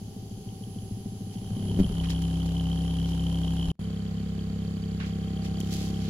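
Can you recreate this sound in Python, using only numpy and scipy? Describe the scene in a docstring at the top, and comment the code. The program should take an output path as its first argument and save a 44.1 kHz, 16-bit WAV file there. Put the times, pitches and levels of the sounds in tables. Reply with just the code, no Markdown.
"""A small piston compressor in a portable fridge, about 33 turns a second, heard from close by: motor
orders make its hum, modal impulses the rocking bumps until a finger knocks on the shell and steadies it.
After a brief dropout the same machine drones through the closed plastic case.
Valve reeds chirp as short sine bursts, the drive whines in sidebands, the gas is shaped noise puffed
once a turn, and handling is short swells of band noise."""
import sys
import numpy as np
from scipy import signal
from scipy.fft import rfft, irfft, next_fast_len
from scipy.io import wavfile
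from scipy.ndimage import uniform_filter1d

SR = 44100
rng = np.random.default_rng(int(sys.argv[2]) if len(sys.argv) > 2 else 0)


def put_to_file(sound):
    """Save the sound as 16-bit audio at rate SR, in the file named by the first command-line argument."""
    columns = np.atleast_2d(sound).T  # one column per channel
    safe = np.clip(columns, -1, 1)
    whole_steps = np.round(safe * 32767)
    wavfile.write(sys.argv[1], SR, whole_steps.astype(np.int16))


N = 268833
TIME_S = np.arange(N) / SR
FFT_SIZE = next_fast_len(N, True)
BINS_HZ = np.fft.rfftfreq(FFT_SIZE, 1 / SR)

# Turning rate, and the time of one compression stroke
OPEN_TURNS_HZ, CLOSED_TURNS_HZ = 33.471, 33.543
OPEN_STROKE_S, CLOSED_STROKE_S = 2.8185, 4.3216
DROPOUT_FROM_S, DROPOUT_TO_S = 3.7165, 3.792

# Hum of the steadied shell. Each row: multiple of the turning rate, relative level in dB.
SHELL_HUM_ORDERS = [(1, -35.5), (2, -3.5), (3, -9), (4, -17.5), (5, 0.5), (6, -17), (7, -55), (8, -12.5),
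                    (9, -26), (10, -25.5), (11, -25.5), (12, -31), (13, -28), (14, -36), (15, -30.5),
                    (16, -36.5), (17, -51), (18, -53)]
# Hum of the closed case. Each row: multiple of the turning rate, relative level in dB.
CASE_HUM_ORDERS = [(1, -47.5), (2, -2.5), (3, 0.5), (4, -26), (5, 3.5), (6, 2), (7, -8), (8, -14),
                   (9, -33.5), (10, -27), (11, -27), (12, -31.5), (13, -13.5), (14, -19), (15, -31),
                   (16, -54), (17, -46), (18, -37.5)]
# Motor whirr. Each row: multiple of the turning rate, relative level in dB.
WHIRR_ORDERS = [(19, -7), (21, -13.5), (22, -41.5), (23, 3), (24, -6.5), (25, -13.5)]
# Whine of the motor drive. Each row: sideband number, relative level in dB.
DRIVE_SIDEBANDS = [(-2, -10), (-1, -9), (0, 0), (1, -5.5), (2, -14)]
DRIVE_HZ = 10080
WHIRR_WAVER_DB, WHINE_WAVER_DB = 1.2, 1.8

# Modes of the shell on its mounts. 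Each row: frequency in Hz, relative level in dB, t60 in seconds,
# delay in seconds.
SHELL_MOUNT_MODES = [(83.4, -17, 0.22, 0.0112), (107.4, -5, 0.23, .014), (204.4, -1, 0.052, .003),
                     (260, -8.5, 0.037, 0.0013), (387.4, -12.5, 0.11, 0.006), (416, -13, 0.12, 0.0039),
                     (536, -28, 0.049, 0)]
# Last bump of the shaking shell, then the finger's blows. Each row: time in seconds, relative level in dB.
LANDING_BLOWS = [(1.7745, -27), (1.7905, -14.5), (1.8008, -14), (1.8112, -21)]
# Ring of the knock. Each row: frequency in Hz, relative level in dB, t60 in seconds, delay in seconds.
KNOCK_RING_MODES = [(54, -7, .2, .014), (192, -.5, .08, 0), (272, -8, .08, 0), (350, -8, .05, 0),
                    (554, -19, .03, 0)]
# Shell rebounding from the knock. Each row: time in seconds, relative level in dB, plate ring in dB.
SHELL_REBOUNDS = [(1.838, -22.5, -10), (1.895, -25, 2.5)]
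# Bumps of one rock. Each row: seconds into the rock, relative level in dB, plate ring in dB.
BUMPS_PER_ROCK = [(0, 0, -2.5), (0.0614, -2, 3), (.0925, -8.5, 8.5)]
# The free shell rocks once in five turns; just before the finger lands it bumps on every stroke
ROCK_FROM_S, ROCK_S, SHAKE_FROM_S, SHAKE_TO_S = .0125, .1491, 1.564, 1.76
ROCK_DB, ROCK_GROWS_DB_PER_S, SHAKE_DB = -31.5, 4, -24.5
PLATE_FADES_DB_PER_S, SHAKE_PLATE_DB = -4, -2

# Gas and fan noise from further off. Each row: frequency in Hz, density in dB per Hz.
FAR_GAS_NOISE = [(25, -75.5), (110, -66.5), (220, -73.5), (420, -80.5), (620, -95.5), (800, -89),
                 (1050, -99), (1700, -105), (2400, -105), (3100, -96.5), (3700, -101), (4600, -98.5),
                 (11500, -103), (15500, -111)]
# Gas and fan noise near the shell. Each row: frequency in Hz, density in dB per Hz.
NEAR_GAS_NOISE = [(25, -66), (60, -82), (170, -61.5), (300, -73), (500, -80.5), (900, -84.5), (1300, -92.5),
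                  (2300, -99.5), (4300, -93.5), (5500, -95.5), (10500, -96.5), (13000, -106), (15500, -109)]
# Gas and fan noise through the case. Each row: frequency in Hz, density in dB per Hz.
CASE_GAS_NOISE = [(25, -75.5), (100, -66.5), (200, -70), (300, -76), (450, -77.5), (700, -86.5),
                  (870, -95.5), (1050, -88.5), (2400, -95.5), (4600, -95.5), (5500, -101), (7300, -97.5),
                  (11500, -109), (15500, -111)]
# Handling rustle. Each row: peak time in seconds, rise in seconds, decay in seconds, level in dB,
# centre in Hz.
HAND_RUSTLES = [(1.345, 0.022, .013, -57.5, 4300), (1.9, 0.096, 0.15, -31.5, 48.3),
                (2.042, 0.0059, 0.02, -47.5, 2290), (2.106, 0.0093, 0.015, -43, 3770),
                (2.221, .003, .008, -48, 5000), (2.461, .003, .0066, -49.5, 5000),
                (3.11, .06, .044, -57.5, 4400), (3.68, 0.025, 0.016, -32.5, 50.4),
                (5.011, 0.012, 0.036, -45.5, 1660), (5.075, 0.021, .034, -57.5, 3780),
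                (5.455, .022, 0.024, -52, 3340), (5.603, 0.0007, .004, -41.5, 5970),
                (5.738, 0.021, 0.02, -46.5, 4840), (5.86, 0.21, 0.066, -49.5, 4300),
                (6.08, .08, .082, -53, 3300)]
HISSY_RUSTLE_OCTAVES, DULL_RUSTLE_OCTAVES = 0.94, 0.67

# Listed hard valve chirps. Each row: time in seconds, relative level in dB.
LISTED_CHIRPS = [(0.489, -49), (0.638, -45.5), (0.787, -45.5), (1.6973, -38), (1.8444, -33), (2.0877, -36),
                 (2.1492, -37), (2.5676, -34), (2.7167, -37.5), (3.703, -29.5), (5.6122, -36)]
# Crank angles at which the two reeds open, and the chance that one flutters hard
REED_ANGLES_TURNS, HARD_CHANCE, HARD_FROM_S = (.62, .08), .42, 1.3
HARD_CHIRP_DB = (-55, -34)  # from afar, from close by
HARD_UNEVEN_DB, HARD_SCATTER_TURNS, SECOND_REED_DB = 1.5, .045, -1

# Microphone moving in on the bare shell. Each row: time in seconds, nearness 0 to 1.
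SHELL_APPROACH = [(0, 0), (1.3, 0.16), (1.55, 0.5), (1.75, 0.72), (2.05, 0.92), (2.6, 0.88), (3.7, 0.98)]
# Microphone moving towards the vents of the closed case. Each row: time in seconds, nearness 0 to 1.
VENT_APPROACH = [(4.85, 0.1), (5.25, 0.56), (5.8, 1), (6.1, 0.7)]
# Uneven level of the open drive's whine. Each row: time in seconds, relative level in dB.
OPEN_WHINE_LEVEL = [(0.0, -69), (0.18, -73.5), (0.71, -67), (1.99, -65.5), (2.62, -69), (2.65, -77),
                    (2.83, -65), (3.08, -71.5), (3.7, -68)]
# Uneven level of the whine through the closed case. Each row: time in seconds, relative level in dB.
CLOSED_WHINE_LEVEL = [(3.82, -77), (4.094, -85), (5.68, -78)]
# Level of each part: (dB from afar, dB from close by)
SHELL_HUM_DB, SHELL_WHIRR_DB = (-60.5, -18), (-59.8, -53.3)
SHELL_VALVES_DB, SHELL_HISS_DB = (-70.5, -51.5), (-1, 0.5)
CASE_HUM_DB, CASE_WHIRR_DB = (-32, -30.5), (-62, -52)
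CASE_VALVES_DB, CASE_HISS_DB, VENT_HUM_DB = (-59.5, -57), (0.1, 2), (-68, -45.5)
# Ceiling of the shell hum, and its brief dip after the knock
HELD_HUM_DB = -27.5
UPSET_AT_S, UPSET_S, UPSET_DB = 1.89, 0.054, -10

# Stereo width of diffuse noise. Each row: frequency in Hz, side minus mid in dB.
STEREO_WIDTH = [(60, -42), (110, -23), (200, -14), (380, -5), (700, -5), (1290, 0.5), (2380, 2),
                (4400, 1.5), (8120, 1), (15000, 0)]
# Stereo balance of diffuse noise. Each row: frequency in Hz, left minus right in dB.
STEREO_LEAN = [(60, 1.5), (110, -0.5), (200, 0.5), (380, 2), (700, 1.0), (1290, -0.5), (2380, -5.5),
               (4400, -4), (8120, 6), (15000, -3)]
# Microphone response. Each row: frequency in Hz, gain in dB.
MIC_RESPONSE = [(20, 1), (7600, 0.5), (7950, -9), (8900, -8), (10200, 2), (16000, -0.5)]
CUTOFF_HZ = 15800


def from_db(db):
    """Decibels to gain."""
    return 10 ** (np.asarray(db) / 20)


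def rms_one(x):
    """Scale to unit power."""
    return x / np.sqrt(np.mean(x ** 2) + 1e-20)


def in_time(rows):
    """Join (s, value) rows by straight lines."""
    s, values = np.transpose(rows)
    return np.interp(TIME_S, s, values)


def gain_at(points, hz):
    """Gain of a (Hz, dB) table on a log-frequency axis."""
    f, db = np.transpose(points)
    return from_db(np.interp(np.log(np.maximum(hz, 1)), np.log(f), db))


def colour(x, gain):
    """Filter by a gain per frequency."""
    return irfft(rfft(x, FFT_SIZE) * gain, FFT_SIZE)[..., :N]


def resonance(hz, width_hz):
    """Complex gain per frequency of one resonance."""
    return 1 / (1 + 2j * (BINS_HZ - hz) / width_hz)


def drift(rate_hz):
    """Low-passed noise of unit power."""
    return rms_one(colour(rng.standard_normal(N), 1 / (1 + (BINS_HZ / rate_hz) ** 2)))


def white():
    """Mid and side noise of unit power per Hz."""
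    return rng.standard_normal((2, N)) * np.sqrt(SR / 2)


def noise_band(noise, hz, octaves):
    """A bell-shaped band of noise; unit power."""
    distance = np.log2((BINS_HZ + 1) / hz) / octaves
    return rms_one(colour(noise, np.exp(-.5 * distance ** 2)))


def swell(s, rise_s, decay_s):
    """A rounded rise to a peak, then a dying tail."""
    before = np.minimum(TIME_S - s, 0) / rise_s
    after = np.maximum(TIME_S - s, 0) / decay_s
    return np.exp(-before ** 2 - np.minimum(after, 20))


def spread(mid, side):
    """Two microphones: alike in the bass, unrelated in the treble."""
    side = colour(side, gain_at(STEREO_WIDTH, BINS_HZ))
    half_lean = np.array([[.5], [-.5]])
    return colour(np.array([mid + side, mid - side]), gain_at(STEREO_LEAN, BINS_HZ) ** half_lean)


def place(x, pan_db, lag_ms):
    """A compact source: left louder by pan_db, right later by lag_ms."""
    left = np.interp(TIME_S + lag_ms / 1000, TIME_S, x)
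    return np.array([left * from_db(pan_db / 2), x * from_db(-pan_db / 2)])


def nearness(path):
    """How close the microphone is, 0 to 1."""
    return np.clip(in_time(path), 0, 1)


def heard_at(near, levels_db):
    """Level of a part between its far and its close value."""
    far_db, close_db = levels_db
    return far_db + near * (close_db - far_db)


def crank(turns_hz, stroke_s, wander_turns):
    """Turns of the crank; whole numbers are compression strokes."""
    return turns_hz * (TIME_S - stroke_s) + wander_turns * drift(8.1)


def once_a_turn(turns, at, width):
    """A smooth bump at one crank angle."""
    return np.exp(-.5 * (((turns - at + .5) % 1 - .5) / width) ** 2)


def ring(clicks, hz, t60_s):
    """A unit click sets a decaying sine ringing through a two-pole resonator."""
    r = from_db(-60 / (t60_s * SR))
    w = 2 * np.pi * hz / SR
    return signal.lfilter([0, np.sin(w)], [1, -2 * r * np.cos(w), r * r], clicks + 1e-18)


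def strike(times_s, levels_db, mode):
    """Blows ring one mode after that mode's delay."""
    hz, db, t60_s, delay_s = mode
    clicks = np.zeros(N)
    at = np.clip((times_s + delay_s) * SR, 0, N - 1).astype(int)
    clicks[at] = from_db(levels_db + db)
    return ring(clicks, hz, t60_s)


def low_pass(x, hz):
    """Second-order low-pass."""
    return signal.sosfilt(signal.butter(2, hz, fs=SR, output="sos"), x)


def rustles(grain_db):
    """Skin and cloth brush past and the hand shifts its grip: swells of grainy noise, hissy or dull."""
    out, noise = 0, rng.standard_normal((2, N))
    for s, rise_s, decay_s, db, hz in HAND_RUSTLES:
        octaves = HISSY_RUSTLE_OCTAVES if hz > 300 else DULL_RUSTLE_OCTAVES
        out = out + from_db(db) * swell(s, rise_s, decay_s) * noise_band(noise, hz, octaves)
    return out * from_db(grain_db * drift(251))


def slap(level_db, centre_hz, octaves, rise_s, decay_s):
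    """The skin of the fingertip slaps the shell at the hardest blow: a swell of band noise."""
    s, _ = max(LANDING_BLOWS, key=lambda row: row[1])
    noise = noise_band(rng.standard_normal((2, N)), centre_hz, octaves)
    return from_db(level_db) * swell(s, rise_s, decay_s) * noise


def case_gas(turns):
    """Gas noise through the case: a steady flow and a puff at every stroke (mid, side)."""
    density = gain_at(CASE_GAS_NOISE, BINS_HZ)
    puff_tilt = gain_at([(250, 5.5), (500, 2.5), (1500, -0.5), (4600, 1.0), (7000, -2)], BINS_HZ)
    puff = colour(white() * once_a_turn(turns, at=0.033, width=0.068), density * puff_tilt)
    steady = colour(white(), density) * from_db(-2.5)
    return steady + puff


def shell_gas(turns, near):
    """Gas noise of the bare shell: far flow, and near flow with puffs (each mid, side)."""
    density = gain_at(NEAR_GAS_NOISE, BINS_HZ)
    # gas rushes out with every stroke, mostly in the middle of the range
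    puff_tilt = gain_at([(250, -8), (500, 5.5), (1500, 9.5), (5000, 4.0), (10000, 0.0)], BINS_HZ)
    puff = colour(white() * once_a_turn(turns, at=0.049, width=0.082), density * puff_tilt)
    # the flow keeps the reeds' resonance sounding
    steady = colour(white(), density * (1 + 4.7 * resonance(3030, 240))) * from_db(-1.5)
    # the pipes ring faintly in the flow
    pipes = 1 + 2.0 * resonance(6350, 80) + 0.44 * resonance(4700, 340)
    far = colour(white(), gain_at(FAR_GAS_NOISE, BINS_HZ) * pipes)
    return far * np.sqrt(1 - near ** 2), near * (steady + puff)


def whine(turns):
    """The drive's switching tone, with sidebands from ten commutations a turn."""
    out = 0
    for k, db in DRIVE_SIDEBANDS:
        phase_turns = DRIVE_HZ * TIME_S + 10 * k * turns + rng.random()
        level = from_db(db + WHINE_WAVER_DB * drift(11.0))
        out = out + level * np.sqrt(2) * np.sin(2 * np.pi * phase_turns)
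    return out


def whirr(turns):
    """High motor orders, each wavering a little; unit power."""
    out = 0
    for k, db in WHIRR_ORDERS:
        level = from_db(db + WHIRR_WAVER_DB * drift(9.2))
        out = out + level * np.sin(2 * np.pi * (k * turns + rng.random()))
    return rms_one(out)


def valves(turns, angles, reed_hz, length_turns, scatter_turns, uneven_db, second_db, rough):
    """Suction and discharge reeds each flutter briefly once a turn, never quite alike; unit power."""
    out = 0
    gas = rms_one(colour(rng.standard_normal(N), np.abs(resonance(reed_hz, 420)) ** 2))
    for angle, db in zip(angles, (0, second_db)):
        since = turns - angle + .5
        turn = (np.floor(since) - np.floor(since.min())).astype(int)
        chance = np.clip(rng.standard_normal((turn.max() + 1, 2)), -1.6, 1.6)
        late, size = chance[turn].T
        age_turns = since % 1 - .5 - scatter_turns * late
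        flutter = np.sin(2 * np.pi * reed_hz * age_turns / OPEN_TURNS_HZ) + rough * gas
        envelope = np.exp(-.5 * (age_turns / length_turns) ** 2)
        out = out + from_db(db + uneven_db * size) * envelope * flutter
    return rms_one(out)


def chirp_rows(listed_db):
    """From 1.3 s until the dropout, some reed openings flutter hard and join the listed ones: (s, dB)."""
    first = -int(OPEN_STROKE_S * OPEN_TURNS_HZ)
    last = int((DROPOUT_FROM_S - OPEN_STROKE_S) * OPEN_TURNS_HZ)
    strokes = np.arange(first, last)
    angles = np.add.outer(strokes, REED_ANGLES_TURNS).ravel()
    late, size = rng.standard_normal((len(angles), 2)).T
    s = OPEN_STROKE_S + (angles + HARD_SCATTER_TURNS * late) / OPEN_TURNS_HZ
    near = np.interp(s, TIME_S, nearness(SHELL_APPROACH))
    db = heard_at(near, HARD_CHIRP_DB) + HARD_UNEVEN_DB * size
    db = db + np.tile([0, SECOND_REED_DB], len(strokes))
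    hard = (rng.random(len(s)) < HARD_CHANCE) & (s > HARD_FROM_S)
    return [(at, level + listed_db) for at, level in LISTED_CHIRPS] + list(zip(s[hard], db[hard]))


def sharp_chirps(rows, reed_hz, length_s, rough):
    """A reed flutters much harder for a few milliseconds: a sine in a bell-shaped envelope."""
    out, age_s = np.zeros(N), np.arange(-400, 400) / SR
    half = len(age_s) // 2
    envelope = np.exp(-.5 * (age_s / length_s) ** 2)
    for (s, db), (detune, start) in zip(rows, rng.standard_normal((len(rows), 2))):
        at = int((s + length_s) * SR)
        hz = reed_hz * (1 + 0.012 * detune)
        out[at - half:at + half] += from_db(db) * envelope * np.sin(2 * np.pi * (hz * age_s + start))
    return out * (1 + rough * drift(400))


def bump_rows():
    """Bumps of each growing rock, then one every stroke, then the rebounds: (s, dB, plate dB)."""
    rocking = []
    for start in np.arange(ROCK_FROM_S, SHAKE_FROM_S, ROCK_S):
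        for s, db, plate_db in BUMPS_PER_ROCK:
            if start + s < SHAKE_FROM_S:
                level_db = ROCK_DB + ROCK_GROWS_DB_PER_S * start + db
                rocking.append((start + s, level_db, plate_db + PLATE_FADES_DB_PER_S * start))
    shake_times = np.arange(SHAKE_FROM_S, SHAKE_TO_S, 1 / OPEN_TURNS_HZ)
    shaking = [(s, SHAKE_DB, SHAKE_PLATE_DB) for s in shake_times]
    return rocking + shaking + SHELL_REBOUNDS


def bumps(uneven_db, plate_share, level_db):
    """The rocking shell bumps on its rubber feet; the thin base plate rings above the low thud."""
    s, db, plate_db = np.transpose(bump_rows())
    plate_db = plate_share * (plate_db - plate_db.mean())
    out = 0
    for k, mode in enumerate(SHELL_MOUNT_MODES):
        is_plate = mode[0] > 300
        mode_db = db + level_db + is_plate * plate_db + uneven_db * rng.standard_normal(len(s))
        out = out + (-1) ** k * strike(s, mode_db, mode)
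    return out


def bounces(first_hz, last_hz, relax_s, rise_s, decay_s, level_db):
    """Squeezed rubber is stiff and softens as it lets go, so each bump falls in pitch."""
    s, db, _ = np.transpose(bump_rows())
    age_s = np.arange(SR // 5) / SR
    hz = last_hz + (first_hz - last_hz) * np.exp(-age_s / relax_s)
    envelope = (1 - np.exp(-age_s / rise_s)) * np.exp(-age_s / decay_s)
    bounce = -np.sin(2 * np.pi * np.cumsum(hz) / SR) * envelope
    clicks = np.zeros(N)
    clicks[(s * SR).astype(int)] = from_db(db + level_db)
    return signal.fftconvolve(clicks, bounce)[:N]


def knock():
    """After a last bump, a soft fingertip pushes the shell against its stops: low-passed ringing modes."""
    s, db = np.transpose(LANDING_BLOWS)
    return low_pass(-sum(strike(s, db, mode) for mode in KNOCK_RING_MODES), 560)


def hum(turns, orders, lateness_turns, linger, rough):
    """Each stroke pulls the body in; linger 0 is an even pulse, 1 a kick with its ring behind it."""
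    multiples, db = np.transpose(orders)
    log_gain = np.log(from_db(np.interp(np.arange(129), multiples, db)))
    # minimum phase from the mirrored log gain
    mirrored = np.concatenate([log_gain, log_gain[-2:0:-1]])
    phase = -linger * np.imag(signal.hilbert(mirrored))
    out = 0
    for k, level_db in orders:
        out = out + from_db(level_db) * np.cos(2 * np.pi * k * (turns - lateness_turns) + phase[k])
    return -rms_one(out) * (1 + rough * drift(26))


def vent_hum(turns):
    """The ninth to eleventh orders, stronger near the vents; unit power."""
    orders = [(9, 0), (10, -7), (11, -6)]
    return rms_one(sum(from_db(db) * np.cos(2 * np.pi * k * turns) for k, db in orders))


def closed_case():
    """The case booms with each stroke and muffles the treble: compact (left, right), diffuse (mid, side)."""
    turns = crank(CLOSED_TURNS_HZ, CLOSED_STROKE_S, wander_turns=0.0011)
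    near = nearness(VENT_APPROACH)
    hiss_db = heard_at(near, CASE_HISS_DB)
    body = from_db(heard_at(near, CASE_HUM_DB)) * hum(
        turns, CASE_HUM_ORDERS, lateness_turns=.045, linger=.5, rough=.025)
    body += from_db(heard_at(near, VENT_HUM_DB)) * vent_hum(turns)
    chirps = from_db(heard_at(near, CASE_VALVES_DB)) * valves(
        turns, (.38, .9), reed_hz=3130, length_turns=.1, scatter_turns=.06,
        uneven_db=2.6, second_db=-4, rough=1.3)
    chatter = from_db(-66.5 + hiss_db) * valves(
        turns, (.98, .84), reed_hz=4570, length_turns=0.082, scatter_turns=.025,
        uneven_db=3.0, second_db=1.0, rough=1.5)
    motor = from_db(heard_at(near, CASE_WHIRR_DB)) * whirr(turns)
    drive = from_db(in_time(CLOSED_WHINE_LEVEL) + 2.5) * whine(turns)
    compact = place(body, pan_db=-0.1, lag_ms=-0.26)
    compact += place(chirps, pan_db=3.0, lag_ms=0.053)
    compact += place(chatter, pan_db=-9.0, lag_ms=0.062)
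    compact += place(motor, pan_db=3.0, lag_ms=0.22)
    compact += place(drive, pan_db=-17.0, lag_ms=0.016)
    return compact, case_gas(turns) * from_db(hiss_db)


def open_housing():
    """The bare compressor hums, bumps and chirps: compact (left, right), diffuse (mid, side)."""
    turns = crank(OPEN_TURNS_HZ, OPEN_STROKE_S, wander_turns=0.0018)
    near = nearness(SHELL_APPROACH)
    upset_db = UPSET_DB * np.exp(-((TIME_S - UPSET_AT_S) / UPSET_S) ** 2)
    hum_db = np.minimum(heard_at(near, SHELL_HUM_DB), HELD_HUM_DB) + upset_db
    shell = hum(turns, SHELL_HUM_ORDERS, lateness_turns=-.125, linger=.7, rough=.03)
    thuds = low_pass(bumps(uneven_db=2.46, plate_share=0.71, level_db=1.0), 620)
    thuds += bounces(first_hz=252.9, last_hz=78, relax_s=0.0262, rise_s=0.0032, decay_s=0.017, level_db=2.5)
    body = from_db(hum_db) * shell + thuds + knock()
    reeds = from_db(heard_at(near, SHELL_VALVES_DB)) * valves(
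        turns, (.62, .1), reed_hz=3110, length_turns=.05, scatter_turns=.065,
        uneven_db=1.8, second_db=-1, rough=.6)
    motor = from_db(heard_at(near, SHELL_WHIRR_DB)) * whirr(turns)
    drive = from_db(in_time(OPEN_WHINE_LEVEL) + 1.0) * whine(turns)
    compact = place(body, pan_db=1.0, lag_ms=-0.15)
    compact += place(reeds, pan_db=2.5, lag_ms=0.039)
    compact += place(motor, pan_db=-0.2, lag_ms=0.22)
    compact += place(drive, pan_db=-11.0, lag_ms=0.012)
    far_gas, near_gas = shell_gas(turns, near)
    return compact, far_gas * from_db(heard_at(near, SHELL_HISS_DB)) + near_gas


def scene():
    """First the open housing, then the closed case, with hard chirps and the hand on top."""
    is_open = TIME_S < (DROPOUT_FROM_S + DROPOUT_TO_S) / 2
    compact, diffuse = np.where(is_open, open_housing(), closed_case())
    chirps = sharp_chirps(chirp_rows(listed_db=1.5), reed_hz=3112, length_s=.00115, rough=0.16)
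    hand = rustles(grain_db=2.5)
    hand = hand + slap(level_db=-46, centre_hz=300, octaves=3.0, rise_s=0.014, decay_s=0.013)
    return compact + place(chirps, pan_db=-1.0, lag_ms=0.045) + spread(*(diffuse + hand))


def record(dry):
    """Microphone colour, the brief dropout, and a steep top cut."""
    heard = colour(dry, gain_at(MIC_RESPONSE, BINS_HZ))
    in_dropout = (TIME_S > DROPOUT_FROM_S) & (TIME_S < DROPOUT_TO_S)
    heard = heard * uniform_filter1d(np.where(in_dropout, from_db(-38), 1), size=24)
    return signal.sosfilt(signal.ellip(12, .1, 90, CUTOFF_HZ, fs=SR, output="sos"), heard)


dry = scene()
out = record(dry)
put_to_file(out)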